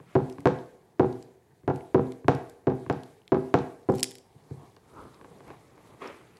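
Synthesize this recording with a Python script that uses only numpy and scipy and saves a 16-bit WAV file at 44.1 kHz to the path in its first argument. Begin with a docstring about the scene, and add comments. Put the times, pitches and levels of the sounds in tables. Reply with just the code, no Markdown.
"""Knocks ring in a glass dish and a small kitchen, then give way to faint pats and drags over wet bread.
Each knock is a soft push that excites the damped modes of dish and counter, plus the wooden blade's clack.
Wet crumb and a thin glove tick and crackle as noise bursts through short resonances; the drag is
flickering coloured noise. A level curve like a noise gate's lets background hiss through around the
activity and partly turns a low murmur of appliances up and down."""
import sys
import numpy as np
from scipy import signal
from scipy.io import wavfile

SR = 44100
rng = np.random.default_rng(int(sys.argv[2]) if len(sys.argv) > 2 else 0)


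def wav_record(signal):
    """Record a signal, one row per channel, as 16-bit PCM in the file named by sys.argv[1]."""
    frames = np.transpose(np.atleast_2d(signal))
    bounded = np.clip(frames, -1, 1)
    # unit amplitude maps onto the largest positive 16-bit level
    quanta = np.round(bounded * 32767).astype(np.int16)
    wavfile.write(sys.argv[1], SR, quanta)


N = 281779

# knocks and pats of the spatula on dish and counter; rim_share is 0 through bread, 1 on the rim
# columns: start_s, level_db, brightness_hz (of the contact), rim_share, slap_db (blade against body)
KNOCKS = [(0.001, -34, 405, 0.63, -19), (0.1537, -4, 850, 0.26, -24), (0.384, -27, 300, 0.98, -16),
          (0.4566, -5.5, 1190, 0.79, -13.5), (0.4725, -13, 1200, 0.5, -8), (0.996, -2.5, 823, 0.13, -24.5),
          (1.634, -19.5, 90.7, 0, -43.5), (1.6784, -10, 1100, 0.64, -21.5), (1.700, -14, 1100, 0.69, -23.5),
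          (1.9455, -2, 830, 0.09, -25.5), (2.245, -9, 100, 0.45, -38), (2.2829, -4, 1196, 0.69, -11.5),
          (2.6706, -6.5, 794, 0.14, -25), (2.701, -17, 800, .3, -22.5), (2.864, -16, 150, 0.28, -27),
          (2.8991, -8.5, 1100, 0.65, -17), (3.3200, -5, 800, 0.03, -23.5), (3.346, -14, 900, 0.2, -20),
          (3.5413, -4, 1190, 0.66, -13.5), (3.8886, -3.5, 713, 0.21, -40), (4.352, -27, 108.6, 0.64, -55),
          (4.509, -14.5, 130, 0.47, -40), (4.581, -29, 110.5, 0.54, -31), (4.767, -48, 900, 0.67, -4),
          (5.213, -43, 1007, 0.7, -4.5), (5.246, -44, 1500, .7, -3), (5.406, -43, 1000, 0.88, -6.5),
          (5.504, -39, 1500, 0.73, -5), (5.779, -47, 1200, .6, -7)]
# strokes of the blade over wet bread; rise and fall are the times to gain and lose 20 dB
# columns: full_pressure_s, level_db, rise_s, fall_s, squelch_hz, squelch_db, scrape_db, rumble_db
STROKES = [(0.11, -64, .15, .1, 1200, -3, 0, -6), (4.62, -57, 0.3, .1, 900, -1, -19, -1),
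           (4.98, -48, 0.11, .24, 1130, -3, -32, 3), (5.32, -55, 0.24, 0.4, 950, -10.5, -21, 0),
           (5.485, -53, 0.06, .09, 850, -2, -7, 1), (5.86, -57, 0.67, 0.4, 1030, -7, -14.5, -1),
           (6.021, -41.5, 0.02, .17, 1100, -4.5, -6, -20), (6.39, -65, 0.67, .2, 1040, -7, -2.5, -3)]


def from_db(db):
    """Decibels are twenty times the log of an amplitude ratio."""
    return 10 ** (np.asarray(db) / 20)


def rms_one(x):
    """Division by the root mean square gives unit effective amplitude."""
    return x / np.sqrt(np.mean(x ** 2) + 1e-20)


def at_hz(points, hz, order=1):
    """Interpolation on a log-frequency axis, as pitch is heard, reads one column of a table."""
    points = np.array(points)
    return np.interp(np.log(hz), np.log(points[:, 0]), points[:, order])


def drift(rate_hz):
    """Low-passed chance: two equal real poles leave a slow random wander of rms 1."""
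    step = 40     # samples between computed points
    pole = np.exp(-2 * np.pi * rate_hz * step / SR)
    chance = rng.standard_normal(N // step + 2002)
    slow = signal.lfilter([1], [1, -2 * pole, pole * pole], chance)[2000:]     # settled part
    return np.interp(np.arange(N) / step, np.arange(len(slow)), rms_one(slow))


def ring(push, hz, t60_s):
    """Damped resonance: a unit click sets a decaying sine of initial height 1 ringing."""
    radius = from_db(-60 / (t60_s * SR))
    angle = 2 * np.pi * hz / SR
    poles = [1, -2 * radius * np.cos(angle), radius * radius]
    return signal.lfilter([0, np.sin(angle)], poles, push + 1e-18)


def bands(size):
    """Third-octave analysis: yields centres and bands of noise, unrelated between neighbours."""
    edges_hz = 30 * 2 ** np.arange(0, 9.4, 1 / 3)
    white = rng.standard_normal((2, size))
    for k, (low, high) in enumerate(zip(edges_hz, edges_hz[1:])):
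        band_pass = signal.butter(2, [low, high], "band", fs=SR, output="sos")
        yield np.sqrt(low * high), signal.sosfilt(band_pass, white[k % 2])


def noise(spectrum, patchy_db, in_step):
    """Spectral density shapes noise whose bands flicker, partly in step; rms 1."""
    out, together = 0, drift(7.7)
    for hz, band in bands(N):
        if spectrum[0][0] <= hz <= spectrum[-1][0]:
            flicker_db = patchy_db * (in_step * together + drift(14))
            out = out + band * from_db(at_hz(spectrum, hz) + flicker_db)
    return rms_one(out)


def swell_db(peak_s, peak_db, rise_s, fall_s, hold_s=0):
    """Exponential growth and decay: straight climbs and falls in dB, 20 dB per given time."""
    t = np.arange(N) / SR - peak_s
    return peak_db - 20 * np.where(t < 0, -t / rise_s, np.maximum(t - hold_s, 0) / fall_s)


def pressure():
    """Power follows amplitude squared: the power of each stroke in time."""
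    return np.array([from_db(2 * swell_db(*row[:4], hold_s=0.04)) + 1e-30 for row in STROKES])


def gated_level_db():
    """Noise gating: the hiss gate opens at a hard knock, holds and closes; drag and glove open it too."""
    closed_db, open_db = -77.5, -66
    threshold_db = -12.5     # knocks above this level open the gate
    rise_s, hold_s, fall_s = 0.07, 0.1, 0.2
    t, corners_s = np.arange(N) / SR, np.cumsum([0, rise_s, hold_s, fall_s])
    opening = np.max([np.interp(t - start_s, corners_s, [0, 1, 1, 0])
                      for start_s, level_db, *_ in KNOCKS if level_db > threshold_db], axis=0)
    at_knocks_db = closed_db + opening * (open_db - closed_db)
    stroke_db = 10 * np.log10(pressure().sum(axis=0))
    at_drag_db = -67.5 + 0.3 * (stroke_db + 56)     # follows a share of the stroke's swing
    at_glove_db = swell_db(4, -48.5, rise_s=0.11, fall_s=0.01)     # the glove crumples
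    return np.max([at_knocks_db, at_glove_db, at_drag_db], axis=0)


def appliance_hum(gate_db):
    """Broadband source spectrum: a low murmur of appliances, partly turned up and down by the gate."""
    # noise density of the murmur; columns: frequency_hz, density_db (per Hz, relative)
    hum_colour = [(15, -34), (25, -18.5), (124, 3.5), (277, -9.5), (397, 0), (592, -21.5), (768, 5),
                  (866, -12.5), (1190, -19), (1370, -25), (1970, -15.5), (2220, -45), (3000, -41.5),
                  (3900, -56.5), (6600, -120)]
    level_db = -60 + 0.36 * (gate_db - gate_db.mean())
    return from_db(level_db) * noise(hum_colour, 2.2, in_step=0.22)


def fine_ticks():
    """Shot noise: sparse clicks of uneven size excite short rings over three octaves; rms 1."""
    clicks_per_s = 200
    sizes = from_db(3.2 * np.minimum(rng.exponential(1, N), 4)) * (rng.random(N) < clicks_per_s / SR)
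    dealt = rng.integers(0, 8, N)     # which ring each click excites
    return rms_one(sum(ring(sizes * (dealt == k), hz, 11.0 / hz)
                       for k, hz in enumerate(np.geomspace(1600, 12000, 8))))


def gated_hiss(gate_db):
    """Amplitude modulation: one gated level carries coloured hiss and sparse random fine ticks."""
    # noise density of the hiss; columns: frequency_hz, density_db (per Hz, relative)
    hiss_colour = [(1500, -12), (2100, -1), (2800, -9), (3800, -4.5), (5000, -11), (7000, -9), (11000, -11),
                   (16000, -14.5)]
    step_down = signal.cheby2(8, 6, 11900, fs=SR, output="sos")     # softens the top octave by 6 dB
    hiss = signal.sosfilt(step_down, noise(hiss_colour, 1.6, in_step=0.5))
    return from_db(gate_db) * (hiss + from_db(-9) * fine_ticks())


def drag():
    """Friction noise: crumb squashes unevenly, the pocket under the blade resonates, its edge scrapes."""
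    # noise density of squashed crumb; columns: frequency_hz, density_db (per Hz, relative)
    crumb_colour = [(40, -20), (55, -5), (80, -10), (130, -6), (300, -2.5), (450, -1.5), (650, -10.5),
                    (1500, -24)]
    power = pressure()
    squelch_hz, *layer_db = np.array(STROKES)[:, 4:].T
    pocket_hz = squelch_hz @ power / power.sum(axis=0)     # the strongest stroke leads

    smooth = signal.butter(3, 250, fs=SR, output="sos")
    slow_noise = signal.sosfilt(smooth, rng.standard_normal(N))
    carrier = np.sin(2 * np.pi * np.cumsum(pocket_hz) / SR)
    pocket = rms_one(slow_noise * carrier)     # a noise band centred on the pocket

    scrape_band = signal.butter(2, [1200, 2600], "band", fs=SR, output="sos")
    scrape = rms_one(signal.sosfilt(scrape_band, rng.standard_normal(N)))

    crumb = noise(crumb_colour, 1.5, in_step=0.53)
    rumble_hz = 230     # the dish rumbles below this
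    squash = signal.sosfilt(signal.butter(3, rumble_hz, "high", fs=SR, output="sos"), crumb)
    rumble = signal.sosfilt(signal.butter(3, rumble_hz, "low", fs=SR, output="sos"), crumb)

    layer_gains = np.sqrt(from_db(2 * np.array(layer_db)) @ power)
    layers = layer_gains * [pocket, scrape, rumble]
    grain = from_db(1.3 * drift(57))     # uneven grains
    return grain * (np.sqrt(power.sum(axis=0)) * squash + layers.sum(axis=0))


def ticks():
    """Sudden release: a film or fold lets go, and its noise burst excites one own and six broad rings."""
    # wet ticks and glove crackles; crispness weighs the broad rings
    # columns: start_s, peak_db, ring_hz, crispness_db
    releases = [(0.2985, -39.5, 3600, 3), (0.3255, -43, 5040, 4), (0.405, -42, 1990, -2),
                (0.588, -43, 3600, -12), (1.127, -45, 4850, -7), (1.226, -42, 4900, 10),
                (1.760, -38.5, 2606, 6), (1.808, -45, 2050, -11.5), (2.121, -38.5, 4100, -4),
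                (2.350, -35, 4800, 13), (2.497, -41.5, 8500, 20), (2.927, -41.5, 4500, 2),
                (3.034, -41.5, 4200, 1.5), (3.218, -54, 3000, -2), (3.278, -39.5, 3300, -9.5),
                (3.588, -36, 4260, -15), (3.621, -50, 9100, 1.5), (3.901, -43, 5000, 13),
                (3.921, -41.5, 7800, 14), (3.940, -43, 6000, 8), (3.950, -38.5, 9000, 0),
                (3.956, -37, 13000, 4), (3.983, -34, 5000, -1), (3.997, -30, 8280, 11),
                (4.006, -27.5, 7530, 21), (4.0297, -7.5, 5450, 14), (4.0331, -10.5, 9100, -3),
                (4.0420, -18.5, 3000, 23.5), (4.110, -34, 10500, 6.5), (4.116, -38, 3500, 10),
                (4.154, -33, 4840, 24), (4.184, -36.5, 5684, 18), (4.765, -47.5, 4190, -6),
                (5.144, -48, 5030, -3.5), (5.479, -50, 2100, 2), (6.075, -39.5, 4970, -11),
                (6.370, -46.5, 4130, -7)]
    # broad bright rings of a crackle; columns: frequency_hz, level_db
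    broad_rings = [(2800, -25.5), (5100, -11), (7600, -9.5), (9500, -16.5), (11500, -17), (14000, -32.5)]
    t, out = np.arange(SR // 25) / SR, np.zeros(N + SR)
    band = signal.butter(3, [1900, 12000], "band", fs=SR, output="sos")
    for start_s, peak_db, ring_hz, crispness_db in releases:
        burst = rng.standard_normal(len(t)) * np.exp(-t / 0.0014)     # falls to a third in 1.4 ms
        burst[0] = 2.6     # a strong first break
        snap = ring(burst, ring_hz, 8.0 / ring_hz) * np.sqrt(ring_hz / 5000)
        for hz, level_db in broad_rings:
            luck_db = rng.normal(0, 0.5)
            snap += from_db(crispness_db + level_db + luck_db) * ring(burst, hz, 0.0017)
        snap = signal.sosfilt(band, snap)
        at = round(start_s * SR)
        out[at:at + len(t)] += from_db(peak_db) * snap / np.abs(snap).max()
    return out[:N]


def kitchen_echo():
    """Diffuse reverberation: dense echoes build up in a few ms and die band by band; energy 1."""
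    # reverberation of the small kitchen; columns: frequency_hz, t60_s, energy_db (relative)
    room = [(60, 0.18, 5), (150, 0.33, 7), (433, 0.57, 1.5), (1100, 0.55, 0.5), (2950, 0.42, 4.5),
            (6340, 0.38, 7), (10400, 0.35, 2), (15100, 0.2, -5)]
    t = np.arange(int(0.8 * SR)) / SR
    tail = 0
    for hz, band in bands(len(t)):
        t60_s = at_hz(room, hz)
        decay_db = at_hz(room, hz, order=2) - 60 * t / t60_s
        tail = tail + band * from_db(decay_db) / np.sqrt(t60_s)     # long decays start lower
    tail *= 1 - np.exp(-(t / 0.0028) ** 2)
    return tail / np.sqrt(np.sum(tail ** 2))


def knocks():
    """Modal excitation: a push rings the dish as the blade clacks, and near surfaces repeat the ring."""
    # modes of dish and counter; columns: frequency_hz, through_bread_db, on_rim_db, t60_s
    dish = [(68, -33, -44.5, .2), (121.14, -11, -29, 0.43), (132.5, -12.5, -10.5, 0.2), (154, -4, -3, 0.09),
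            (214, -13.5, -2, 0.06), (260.6, -9.5, -21.5, 0.28), (279.6, -39, -0.5, 0.12),
            (313, -24, -23.5, 0.027), (372.3, 0, -24.5, 0.22), (390, -3.5, -24.5, 0.25),
            (459.4, 0, 1.5, 0.033), (482, 0, 8.5, 0.067), (529.4, -5.5, -15, 0.14),
            (654.6, -2, -3.5, 0.056), (784, -10, 5.5, 0.02), (800, -8.5, 8, 0.021), (802, 2.5, 0, 0.073),
            (1008, 5.5, -15, 0.018), (1130, -2.5, -2.5, 0.0084), (1357, -14.5, -8.5, 0.063),
            (1590, -8.5, -9.5, 0.0083), (1620, -12, -25, 0.0072), (2100, -16.5, -24.5, 0.022),
            (2480, -42, -13, 0.004)]
    # direct sound, then counter, dish walls, splashback and far wall
    # columns: delay_ms, through_bread_db, on_rim_db
    near_echoes = [(0, -7.5, -2.5), (2.986, -1.5, 4), (5.972, -5, -8.5), (10.019, -2, -1.5),
                   (15.574, -12, -8), (23.98, -11.5, -18), (35.16, -11.5, -18), (49.46, -7, -22)]
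    # modes of the wooden blade; columns: frequency_hz, level_db, t60_s
    blade = [(1053, 2.5, 0.015), (1577, -3.5, 0.0091), (2150, -9, 0.0037), (3530, -26, 0.005),
             (5430, -32, 0.0033), (8500, -42, 0.0014)]
    t, out = np.arange(SR // 2) / SR, np.zeros(N + SR)
    for start_s, level_db, brightness_hz, rim_share, slap_db in KNOCKS:
        push = t * np.exp(-2 * np.pi * brightness_hz * t)     # softer contact, longer push
        push = push / push.sum()
        rim = np.clip(rim_share, 0, 1)
        at = round(start_s * SR)

        body = 0
        for hz, bread_db, rim_db, t60_s in dish:
            mode_db = bread_db + rim * (rim_db - bread_db) + rng.normal(0, 2.5)
            detuned_hz = hz * (1 + rng.normal(0, 0.012))     # small random detuning at each blow
            body = body + from_db(mode_db) * ring(push, detuned_hz, t60_s)

        slap = sum(from_db(mode_db + rng.normal(0, 1.25)) * ring(t == 0, hz, t60_s)
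                   for hz, mode_db, t60_s in blade)
        # a softer contact has a duller edge
        dull = signal.butter(3, 2000 + 5.7 * brightness_hz, fs=SR, output="sos")
        out[at:at + len(t)] -= from_db(level_db + slap_db + 5.5) * signal.sosfilt(dull, slap)

        for delay_ms, bread_db, rim_db in near_echoes:
            late = at + round(delay_ms * SR / 1000)
            echo_db = bread_db + rim * (rim_db - bread_db) + rng.normal(0, 1.25)
            out[late:late + len(t)] -= from_db(level_db + echo_db - 13.5) * body
    return out[:N]


def scene():
    """Superposition: direct sounds, their reverberation and the gated background add up."""
    less_bass = signal.butter(4, 92, "high", fs=SR, output="sos")     # a small dish radiates little bass
    blows = signal.sosfilt(less_bass, knocks())
    snaps = ticks()
    sent_to_room = from_db(-8.5) * blows + from_db(-18.5) * snaps
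    reverberation = signal.fftconvolve(sent_to_room, kitchen_echo())[:N]
    gate_db = gated_level_db()
    background = gated_hiss(gate_db) + appliance_hum(gate_db)
    return (blows + snaps + reverberation + drag() + background)[None]


def record(dry):
    """Transducer limits: the microphone adds steady hiss, thins the deep bass and cuts the top."""
    heard = dry + from_db(-80) * rng.standard_normal(N)
    thin = signal.sosfilt(signal.butter(2, 40, "high", fs=SR, output="sos"), heard)
    cutoff_hz = 16400
    return signal.sosfilt(signal.cheby2(14, 50, cutoff_hz, fs=SR, output="sos"), thin)


dry = scene()
out = record(dry)
wav_record(out)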